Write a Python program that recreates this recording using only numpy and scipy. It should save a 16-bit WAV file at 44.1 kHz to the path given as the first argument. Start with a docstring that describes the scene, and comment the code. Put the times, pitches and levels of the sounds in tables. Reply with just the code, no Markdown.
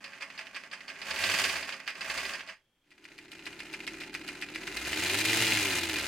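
"""A model four-cylinder engine of plastic bricks with metal pistons clatters on a table, spun by a motor.
Once per crank turn its slack linkage catches and slaps; pistons knock and gears tick. These impacts
excite the resonant modes of the block, while the electric motor's unbalance forces the baseplate to hum.
Pace and force rise with motor speed. The engine is heard from the side for two revs and a stall,
then fades in from above the open block for one long rev, over faint room air."""
import sys
import numpy as np
from scipy import signal
from scipy.fft import rfft, irfft
from scipy.io import wavfile
from scipy.ndimage import uniform_filter1d

SR = 44100
rng = np.random.default_rng(int(sys.argv[2]) if len(sys.argv) > 2 else 0)


def store_pcm(level_fs):
    """Save levels as 16-bit WAV."""
    pcm = np.round(np.clip(level_fs, -1, 1) * 32767).astype(np.int16)
    wavfile.write(sys.argv[1], SR, np.atleast_2d(pcm).T)


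N = 267687
TIME = np.arange(N) / SR
SIDE_VIEW_ENDS_S = 2.7
VIEW_CUT = int(SIDE_VIEW_ENDS_S * SR)
IDLE_SPEED, FULL_SPEED = 33, 100  # motor turns per second, like every speed here
GEAR_RATIO = 5  # motor turns per crank turn
PLACES = 8  # points of impact on the block, each with its own ring

# the linkage taking up its slack: (time [s], relative level [dB])
CATCH_BLOWS = [(.0418, -12), (.2089, -14.5), (.3775, -13.5), (.5457, -15), (.7138, -15.5), (.8809, -12.5),
               (1.0166, -9), (1.1094, -1), (1.1802, -9), (1.2391, 3.5), (1.2905, -1), (1.341, 1),
               (1.3892, 0), (1.4411, 1.5), (1.4955, -1.5), (1.5569, -4), (1.6292, -8), (1.7245, -8),
               (1.867, -17), (2.0088, -5.5), (2.0996, -3), (2.1774, -1), (2.2523, -7), (2.3356, -8),
               (2.4753, -19), (2.906, -15), (3.0416, -15), (3.18, -15), (3.317, -14), (3.455, -15),
               (3.593, -17), (3.7295, -17), (3.867, -16), (4.004, -17), (4.141, -16), (4.2775, -15),
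               (4.414, -17), (4.548, -16), (4.67, -15), (4.7696, -10), (4.8499, -13)]


def linkage_catches(speed):
    """Backlash: once per crank turn the slack closes in an impact. One click train per place."""
    return share_out(chatter(speed, *np.transpose(CATCH_BLOWS), bounce_db=-6, crank_turns=.06))


# spectrum of a catch in each view: (frequency [Hz], gain [dB])
SIDE_SNAP_SPECTRUM = [(300, -4.5), (800, -5.5), (1500, -6.5), (2400, -2), (3700, -4.5), (4500, -1),
                      (6000, -11.5), (8000, -15), (14000, -16.5)]
ABOVE_SNAP_SPECTRUM = [(300, -23), (800, -41), (1500, -8), (2400, -2), (3300, 0.5), (4800, 2.5),
                       (6000, -6.5), (8000, -8), (12300, -2), (15000, -14)]
# modes of the thin brick walls, heard from the side: (frequency [Hz], bandwidth [Hz], gain [dB])
WALL_MODES = [(4490, 230, 3), (5000, 220, 6.5)]


def snap(catches, place):
    """Impulsive excitation: a catch is a bright snap that rings the thin brick walls."""
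    side = colour(catches[:VIEW_CUT], SIDE_SNAP_SPECTRUM, detuned(WALL_MODES, place))
    above = colour(catches[VIEW_CUT:], ABOVE_SNAP_SPECTRUM)
    return np.r_[side, above]


# the linkage slapping home just after a catch, heard from above: (time [s], relative level [dB])
SLAP_BLOWS = [(2.916, -10), (3.053, -5), (3.1878, -8), (3.327, -24), (3.4659, -6), (3.6033, -7),
              (3.738, -7.5), (3.8765, -4), (4.018, -17), (4.15, -6), (4.2879, -8.5), (4.4232, -6.5),
              (4.5592, -6.5), (4.676, -6.5)]
# its rattle after each catch: (phase [turns], scatter [turns], idle level [dB], full-speed level [dB])
SIDE_RATTLE_CYCLE = [(.075, .012, -21, -14), (.12, .01, -20, -15)]
ABOVE_RATTLE_CYCLE = [(.02, .004, -28, -11), (.1, .006, -18, -12)]
# spectrum of the hollow clack: (frequency [Hz], gain [dB])
SLAP_SPECTRUM = [(300, -9), (800, -5), (1300, -2), (1700, 0), (2450, 2), (3100, -3.5), (4000, -10),
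                 (5000, -3), (6000, -7.5), (7000, -14.5), (8200, -6.5), (10000, -15.5), (14000, -22)]


def linkage_slaps(speed):
    """Secondary impacts: after a catch the linkage slaps home and rattles on. One train per place."""
    slaps = chatter(speed, *np.transpose(SLAP_BLOWS), bounce_db=-18, crank_turns=.076)
    cycle = every_turn(speed, SIDE_RATTLE_CYCLE, ABOVE_RATTLE_CYCLE, spread_db=5)
    rattles = chatter(speed, *cycle, bounce_db=-4.5, crank_turns=.07)
    return np.array([colour(train, SLAP_SPECTRUM) for train in share_out(slaps, rattles)])


def chatter(speed, times, db, bounce_db, crank_turns, bounces=5):
    """Rebound: each blow bounces on for part of a crank turn. Returns times and levels of all contacts."""
    rate = np.maximum(np.interp(times, TIME, speed), IDLE_SPEED)[:, None]
    lateness = (np.arange(bounces) + rng.random((len(times), bounces))) / bounces
    bounce_times = times[:, None] + lateness * crank_turns * GEAR_RATIO / rate
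    # bounces lose 4.5 dB per doubling of speed, and the late ones die away
    start_db = db[:, None] + bounce_db - 4.5 * np.log2(rate / IDLE_SPEED)
    levels = start_db - 8 * lateness ** 3 + 2.5 * rng.standard_normal(lateness.shape)
    return np.r_[times, bounce_times.ravel()], np.r_[db, levels.ravel()]


# hard knocks of pistons and loose bricks: (time [s], relative level [dB])
HARD_KNOCKS = [(0.1215, -19), (0.1341, -15), (.177, -22), (0.2229, -14), (0.3026, -15.5), (0.3516, -31),
               (0.392, -10), (.412, -13.5), (0.4578, -23), (0.5623, -8.5), (0.4692, -12.5), (.6374, -13),
               (0.7316, -16), (0.7763, -21), (0.8063, -15), (0.902, -9.5), (0.9633, -19), (.9887, -34),
               (1.068, -10), (1.0856, -11), (1.161, -4), (1.225, -12), (1.2663, -15), (1.3153, -1.5),
               (1.692, -4.5), (1.8017, -9.5), (1.8772, 1), (1.904, -7), (1.954, -13.5), (2.0517, -11),
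               (2.1549, -24), (2.2172, -15), (2.2934, -6), (2.3936, -9.5), (2.408, -8.5), (2.488, -12),
               (2.497, -18), (2.525, -28), (2.542, -28), (2.9801, -12), (3.024, -20), (3.0867, -11),
               (3.1183, -12.5), (3.1604, -24), (3.2425, -20), (3.257, -16), (3.3049, -31), (3.352, -14),
               (3.3927, -12), (3.425, -15), (3.5289, -11.5), (3.5645, -18), (3.6654, -25), (3.7, -16.5),
               (3.8043, -9.5), (3.8457, -18.5), (3.943, -16), (4.0356, -12.5), (4.079, -27),
               (4.0966, -16.5), (4.2155, -18), (4.248, -15.5), (4.354, -23), (4.393, -23), (4.4877, -14),
               (4.5387, -18), (4.6127, -18), (4.634, -11), (4.7237, -16), (4.7697, -5), (4.8145, -14),
               (4.8519, -19), (4.9027, -23), (4.923, -17), (4.9408, -8), (4.9714, -6), (4.9871, -15),
               (5.036, -12), (5.0484, -9.5), (5.0624, -4), (5.099, -0.5), (5.1414, -8), (5.191, -22),
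               (5.2046, -8), (5.24, -9), (5.2518, -1), (5.2844, -1), (5.298, -7), (5.3321, -3),
               (5.3542, -3), (5.377, -9), (5.401, -5), (5.422, -4.5), (5.45, -5), (5.467, -5), (5.4763, -6),
               (5.5007, -4), (5.5118, -8), (5.5217, 0), (5.5567, -11), (5.5703, -7.5), (5.6213, -9),
               (5.631, -10), (5.6561, -4), (5.7056, -3), (5.76, -13), (5.778, -10.5), (5.8155, -8),
               (5.8349, -4), (5.8788, -16), (5.897, -4.5), (5.9415, -11), (5.9591, -3), (5.9993, -5)]
# light piston and valve knocks: (phase [turns], scatter [turns], idle level [dB], full-speed level [dB])
SIDE_KNOCK_CYCLE = [(0.199, .025, -27, -4.5), (.29, 0.033, -27, -8), (.409, 0.049, -34.5, -9),
                    (0.539, 0.009, -16, -8), (.74, .025, -26, -7.5), (0.853, 0.06, -35, -11)]
ABOVE_KNOCK_CYCLE = [(.24, .02, -16, -3), (.54, .0076, -15, -11), (.71, .025, -19, -5.5),
                     (.86, 0.027, -50, -5.5)]
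# a blow too short to move the low modes much: (frequency [Hz], gain [dB])
KNOCK_SPECTRUM = [(300, -15.5), (800, -14), (1500, -9.5), (2400, -4.5), (4400, -5), (8000, -16),
                  (14000, -8.5)]


def pistons(speed, bounce_s=.003, bounce_db=-5.5):
    """Impact and rebound: each knock bounces once and is brighter at speed. One train per place."""
    hard = np.transpose(HARD_KNOCKS)
    light = every_turn(speed, SIDE_KNOCK_CYCLE, ABOVE_KNOCK_CYCLE, spread_db=1)
    times, db = np.hstack([hard, light])
    delay_scatter, scatter_db = rng.standard_normal((1000, 2))[:len(times)].T
    bounces = times + bounce_s * np.exp(.4 * delay_scatter), db + bounce_db + scatter_db
    trains = share_out(hard, (times, db), bounces)  # a hard knock lands as two simultaneous contacts
    hardness = np.interp(speed, [36, 85], [.02, .95])
    return np.array([colour(contact(train, hardness), KNOCK_SPECTRUM) for train in trains])


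def gears(speed):
    """Random impulse trains: teeth tick gently when slow, hard and unevenly at speed. One per place."""
    pace = np.interp(speed, [32, 100], [0, 1])
    # at speed the ticks bunch on one side of each motor turn
    bunching = 1 + .7 * pace * np.cos(2 * np.pi * np.cumsum(speed) / SR)
    ticks_per_turn = 1.6 - .6 * pace  # fewer as the teeth skip
    tick_chance = ticks_per_turn * speed * bunching / SR
    gain_db, spread_db, hardness = -11.5 + 4.5 * pace, 3 + 3 * pace, .02 + .93 * pace
    trains = []
    for _ in range(PLACES):
        hits = np.flatnonzero(rng.random(N) < tick_chance)
        heights = from_db(spread_db[hits] * np.clip(rng.standard_normal(len(hits)), -2, 2))
        heights *= rng.choice([-1, 1], len(hits))
        # dividing out the running power makes the level independent of the tick rate
        power = uniform_filter1d(heights ** 2, size=100) * ticks_per_turn[hits] * (speed[hits] + 1) / SR
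        ticks = clicks(hits / SR, heights / np.sqrt(power) * from_db(gain_db[hits]))
        trains.append(contact(ticks, hardness))
    return np.array(trains)


# the treble that a gentle contact loses: (frequency [Hz], gain [dB])
GENTLE_SPECTRUM = [(1200, 2), (2500, -1.5), (3500, -7), (5000, -5), (6500, -6), (10000, -9.5),
                   (14000, -12.5)]


def contact(impulses, hardness):
    """Contact time sets bandwidth: harder contacts (hardness 0 to 1) are shorter and so brighter."""
    return hardness * impulses + colour((1 - hardness) * impulses, GENTLE_SPECTRUM)


def every_turn(speed, side_cycle, above_cycle, spread_db, turn_count=44):
    """Cyclic excitation: the crank repeats its contacts, harder at speed. Returns times and levels."""
    crank = np.cumsum(speed) / SR / GEAR_RATIO
    # phase is counted in crank turns from the first catch of each view
    views = [(side_cycle, .0416, 0, SIDE_VIEW_ENDS_S), (above_cycle, 2.906, SIDE_VIEW_ENDS_S, TIME[-1])]
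    rows = []
    for cycle, first_catch_s, start_s, end_s in views:
        turns = np.interp(first_catch_s, TIME, crank) + np.arange(-1, turn_count)
        for phase, scatter, idle_db, full_db in cycle:
            late, strong = np.clip(rng.standard_normal((2, len(turns))), -2, 2)
            times = np.interp(turns + phase + scatter * late, crank, TIME)
            rate = np.maximum(np.interp(times, TIME, speed), 1)
            pace = np.log(rate / IDLE_SPEED) / np.log(FULL_SPEED / IDLE_SPEED)
            db = idle_db + pace * (full_db - idle_db) + spread_db * strong
            rows.append(np.c_[times, db][(times > start_s) & (times < end_s)])
    return np.concatenate(rows).T


def share_out(*groups):
    """Distributed excitation: contacts (times, levels) land on random places. One click train for each."""
    times, db = np.hstack(groups)
    landing = rng.integers(0, PLACES, 4000)[:len(times)]
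    return [clicks(times, from_db(db) * (landing == place)) for place in range(PLACES)]


# broad response of the block in each view: (frequency [Hz], relative gain [dB])
SIDE_BLOCK_SPECTRUM = [(40, -25.5), (140, -21.5), (200, -20.5), (450, -15.5), (600, -9), (930, -12),
                       (1500, -6.5), (2750, -2.5), (3700, -9.5), (5000, -12.5), (5600, -11.5), (9000, -16),
                       (15000, -28.5)]
ABOVE_BLOCK_SPECTRUM = [(40, -23.5), (110, -9), (200, -14), (340, -3), (470, -15.5), (560, -13),
                        (1150, -14.5), (1600, -3.5), (2100, -6), (2750, -1.5), (3250, -8), (4900, -8.5),
                        (5500, -13), (9000, -14), (12500, -20.5), (15500, -26)]
# its resonances: (frequency [Hz], bandwidth [Hz], gain [dB])
SIDE_BLOCK_MODES = [(549, 21, 8.4), (657, 26, 9.6), (873, 14, 10), (1098, 110, 8.3), (1515, 50, 3),
                    (1620, 120, 7.8), (1845, 62, 5), (1976, 39, 6.4), (2120, 30, 4), (2160, 16, 4),
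                    (2453, 33, 4.4), (2630, 34, 3.6), (4470, 200, 4), (4910, 200, 8.1), (6400, 470, 2.9),
                    (8120, 250, 2.1)]
ABOVE_BLOCK_MODES = [(650, 11, 4.2), (872, 14, 8.3), (1008, 36, 7.9), (1682, 22, 2.7), (1980, 45, 4.7),
                     (2114, 60, 5.5), (2357, 70, 1), (2431, 84, 9.6), (3460, 130, 3.5), (4010, 370, 3),
                     (4960, 140, 3), (6420, 490, 3.2), (7400, 780, 1.9)]
# its stereo balance: (frequency [Hz], left minus right [dB])
SIDE_BALANCE = [(200, 0), (1000, -1.5), (2200, -4), (4500, -2.5), (12000, 0)]
ABOVE_BALANCE = [(200, -0.5), (1000, -0.5), (2200, -1.5), (4500, 1.2), (12000, 3)]


def block(catches, clatter):
    """Linear superposition: the force at each place is convolved with that place's impulse response."""
    sound = np.zeros((2, N))
    for place in range(PLACES):
        force = snap(catches[place], place) + clatter[place]
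        side = strike_response(SIDE_BLOCK_SPECTRUM, detuned(SIDE_BLOCK_MODES, place), SIDE_BALANCE,
                               direct_db=-5.5, crack_t60=.0027, ring_t60=.046, ring_db=-6,
                               room_t60=.2, room_db=-14.5)
        above = strike_response(ABOVE_BLOCK_SPECTRUM, detuned(ABOVE_BLOCK_MODES, place), ABOVE_BALANCE,
                                direct_db=-4, crack_t60=.0022, ring_t60=.03, ring_db=-2.5,
                                room_t60=.36, room_db=-25.5)
        for view, response in [(slice(VIEW_CUT), side), (slice(VIEW_CUT, N), above)]:
            part = force[view]
            sound[:, view] += signal.oaconvolve([part], response, axes=1)[:, :len(part)]
    return sound


def strike_response(spectrum, modes, balance, direct_db, crack_t60, ring_t60, ring_db, room_t60, room_db):
    """Impulse response: a direct click, then exponential decay of crack, brick modes and room."""
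    t = TIME[:16384]
    crack = from_db(-60 * t / crack_t60)
    ring = from_db(ring_db - 60 * t / ring_t60)
    room = from_db(room_db - 60 * t / room_t60)
    decay = np.sqrt(crack ** 2 + ring ** 2 + room ** 2)
    scattered = np.array([whiten(decay * white) for white in rng.standard_normal((2, len(t)))])
    scattered /= np.sqrt(np.sum(scattered[0] ** 2))
    direct = from_db(direct_db) * (t == 0)
    mid = colour(scattered[0] + direct, spectrum, modes)
    difference = colour(scattered[1], spectrum, modes)
    return pan_bands(stereo(mid, difference), balance) / np.sqrt(np.sum(mid ** 2))


def detuned(modes, place, step=.004, spread_db=1.4):
    """Modal variation: at each place the resonances are slightly shifted, some stronger, some weaker."""
    shift = 1 + step * (place - (PLACES - 1) / 2)
    return [(hz * shift, width, db + spread_db * rng.standard_normal()) for hz, width, db in modes]


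# response of the baseplate in each view: (frequency [Hz], relative gain [dB])
SIDE_PLATE_SPECTRUM = [(30, -21.5), (110, -8.5), (160, -1.5), (205, 3), (235, -3.5), (275, 7.5),
                       (330, -8.5), (377, 6), (402, 6), (425, -9.5), (520, -3), (650, -5), (1000, -32)]
ABOVE_PLATE_SPECTRUM = [(35, -44), (70, -20), (110, -23.5), (160, -14), (220, -10), (265, -12), (295, -3.5),
                        (315, 2.5), (338, -2.5), (358, -6), (385, -1), (402, -5), (422, -20), (447, -9.5),
                        (475, -18), (550, -13), (620, -19), (670, -14), (720, -19.5), (900, -12),
                        (1150, -52)]


def baseplate(speed, hum_db, shake_db):
    """Forced vibration: the motor's unbalance shakes the plate once a turn and makes it hum."""
    angle = 2 * np.pi * np.cumsum(speed) / SR
    side = hum(speed, angle, SIDE_PLATE_SPECTRUM, waver=.087, slow_rough_db=0, fast_rough_db=4.5)
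    above = hum(speed, angle, ABOVE_PLATE_SPECTRUM, waver=.11, slow_rough_db=-4.5, fast_rough_db=-10)
    shake = np.sqrt(2) * np.sin(angle) * (1 + by_view(.5, .14) * drift(40))
    return from_db(hum_db) * by_view(side, above) + from_db(shake_db) * shake


# harmonics of the hum: (order [multiple of the motor's rate], relative level [dB])
HUM_HARMONICS = [(2, -5), (3, -5), (4, -1), (5, -5.5), (6, -4), (7, -5), (8, -2), (9, -7.5), (10, -3.5),
                 (11, -7)]


def hum(speed, angle, plate, waver, slow_rough_db, fast_rough_db):
    """Resonance: harmonics stand out as they cross the plate's peaks; loose bricks add rough noise."""
    tone = 0
    for order, db in HUM_HARMONICS:
        # a quadratic phase lag keeps the buzz even through the turn
        phase = order * angle - np.pi * (order / 2) ** 2 + waver * drift(25)
        amplitude = from_db(db + at_hz(plate, order * speed)) * (1 + waver * drift(25))
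        tone = tone + amplitude * np.sin(phase)
    tone /= np.sqrt(uniform_filter1d(tone ** 2, size=6000) + 1e-9)  # hold the power steady
    roughness = from_db(np.interp(speed, [35, 90], [slow_rough_db, fast_rough_db]))
    noise = rms_one(colour(rng.standard_normal(N), plate))
    return (tone + roughness * noise) / np.sqrt(1 + roughness ** 2)


# spectrum of the quiet room: (frequency [Hz], relative level [dB])
ROOM_SPECTRUM = [(25, 4.5), (65, 1), (330, -2), (600, -7.5), (1200, -9), (2900, -9.5), (3230, 0),
                 (3700, -15), (15000, -25.5)]


def room_tone(level_db):
    """Stationary noise: faint steady air."""
    mid, difference = (colour(white, ROOM_SPECTRUM) for white in rng.standard_normal((2, N)))
    return from_db(level_db) * rms_one(stereo(mid, difference))


# stereo width: (frequency [Hz], gain of the difference signal [dB])
STEREO_WIDTH = [(100, -30), (500, -17), (1000, -18.5), (2000, -11), (4000, -5), (8000, -1.5), (14000, 0)]


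def stereo(mid, difference):
    """Coherence falls with frequency: left and right agree in the bass and differ in the treble."""
    difference = colour(difference, STEREO_WIDTH)
    return np.array([mid + difference, mid - difference])


def pan_bands(pair, balance):
    """Level difference: each band is a little louder on the nearer side."""
    return np.array([colour(channel, [(hz, sign * db / 2) for hz, db in balance])
                     for channel, sign in zip(pair, (1, -1))])


def colour(x, spectrum, modes=(), size=4096):
    """Minimum-phase filtering by a dB curve with resonance peaks."""
    hz = np.fft.rfftfreq(size, 1 / SR)
    peaks_db = sum(db / (1 + (2 * (hz - centre) / width) ** 2) for centre, width, db in modes)
    cepstrum = irfft((at_hz(spectrum, hz) + peaks_db) * np.log(10) / 20)
    # folding the cepstrum onto positive time makes the filter causal
    cepstrum[1:size // 2] *= 2
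    cepstrum[size // 2 + 1:] = 0
    return signal.oaconvolve(x, irfft(np.exp(rfft(cepstrum))))[:len(x)]


def whiten(x):
    """Spectral whitening: evens out the broad spectrum and keeps the narrow modes."""
    bins = rfft(x, 2 * len(x))
    return irfft(bins / np.sqrt(uniform_filter1d(abs(bins) ** 2, size=340)))[:len(x)]


def drift(rate_hz):
    """Slow random modulation with unit RMS."""
    knots = rng.standard_normal(4000)
    return rms_one(np.interp(TIME * rate_hz, np.arange(len(knots)), knots))


def clicks(times, heights):
    """Ideal impulses at the given times."""
    return np.bincount(np.clip(np.round(times * SR).astype(int), 0, N - 1), heights, N)


def at_hz(spectrum, hz):
    """Interpolation on a log-frequency axis."""
    knots_hz, db = np.transpose(spectrum)
    return np.interp(np.log(np.maximum(hz, 1)), np.log(knots_hz), db)


def look_up(table, x):
    """Linear interpolation of each later column against the first."""
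    knots, *columns = np.transpose(table)
    return np.array([np.interp(x, knots, column) for column in columns])


def by_view(side, above):
    """Listening position: first from the side, then from above."""
    return np.where(TIME < SIDE_VIEW_ENDS_S, side, above)


def from_db(db):
    return 10 ** (np.asarray(db) / 20)


def rms_one(x):
    return x / np.sqrt(np.mean(x ** 2) + 1e-20)


# the motor's revs in each view: (time [s], speed [turns/s])
SIDE_REVS = [(.83, 29.72), (.97, 36.49), (1.12, 64.34), (1.25, 95.94), (1.35, 102.23), (1.47, 92.74),
             (1.62, 63.54), (1.76, 37.2), (1.9, 27.04), (2.08, 60.14), (2.2, 68.23), (2.31, 59.74),
             (2.42, 29.98), (2.53, 20.5), (2.56, 0)]
ABOVE_REVS = [(4.48, 36.44), (4.65, 43.31), (4.9, 69.95), (5.2, 103.44), (5.3, 109.9), (5.4, 112.11),
              (5.52, 109.25), (5.8, 87.12), (6.07, 69.21)]
# running gains: (speed [turns/s], gear rattle [dB], plate hum [dB], shake at the motor's rate [dB])
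SIDE_GAINS = [(0, -93.5, -86, -100), (20.5, -46.5, -69, -94), (31, -49.5, -64.5, -100),
              (39.3, -43, -60.5, -84), (64.7, -37, -55.5, -66), (103, -35, -48, -52.5)]
ABOVE_GAINS = [(36, -44.5, -50.5, -70), (41.24, -44, -47.5, -65), (57, -36, -53, -55.5),
               (74.3, -35.5, -44, -54.5), (116, -31.5, -37.5, -43)]


def scene(fade_start_s=2.817, fade_length_s=1.15):
    """Superposition: the struck block and the humming plate share one motor speed, over room air."""
    speed, = by_view(look_up(SIDE_REVS, TIME), look_up(ABOVE_REVS, TIME))
    gear_db, hum_db, shake_db = by_view(look_up(SIDE_GAINS, speed), look_up(ABOVE_GAINS, speed))
    catches = linkage_catches(speed)
    clatter = linkage_slaps(speed) + pistons(speed) + from_db(gear_db) * gears(speed)
    engine = block(catches, clatter) + baseplate(speed, hum_db, shake_db)
    fade = by_view(1.0, np.clip((TIME - fade_start_s) / fade_length_s, 0, 1))
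    return fade * engine + room_tone(level_db=-76.5)


def record(dry):
    """Band limiting: a steep elliptic low-pass removes the highest treble."""
    cutoff_hz = 15900
    return signal.sosfilt(signal.ellip(10, .1, 70, cutoff_hz, fs=SR, output="sos"), dry)


dry = scene()
out = record(dry)
store_pcm(out)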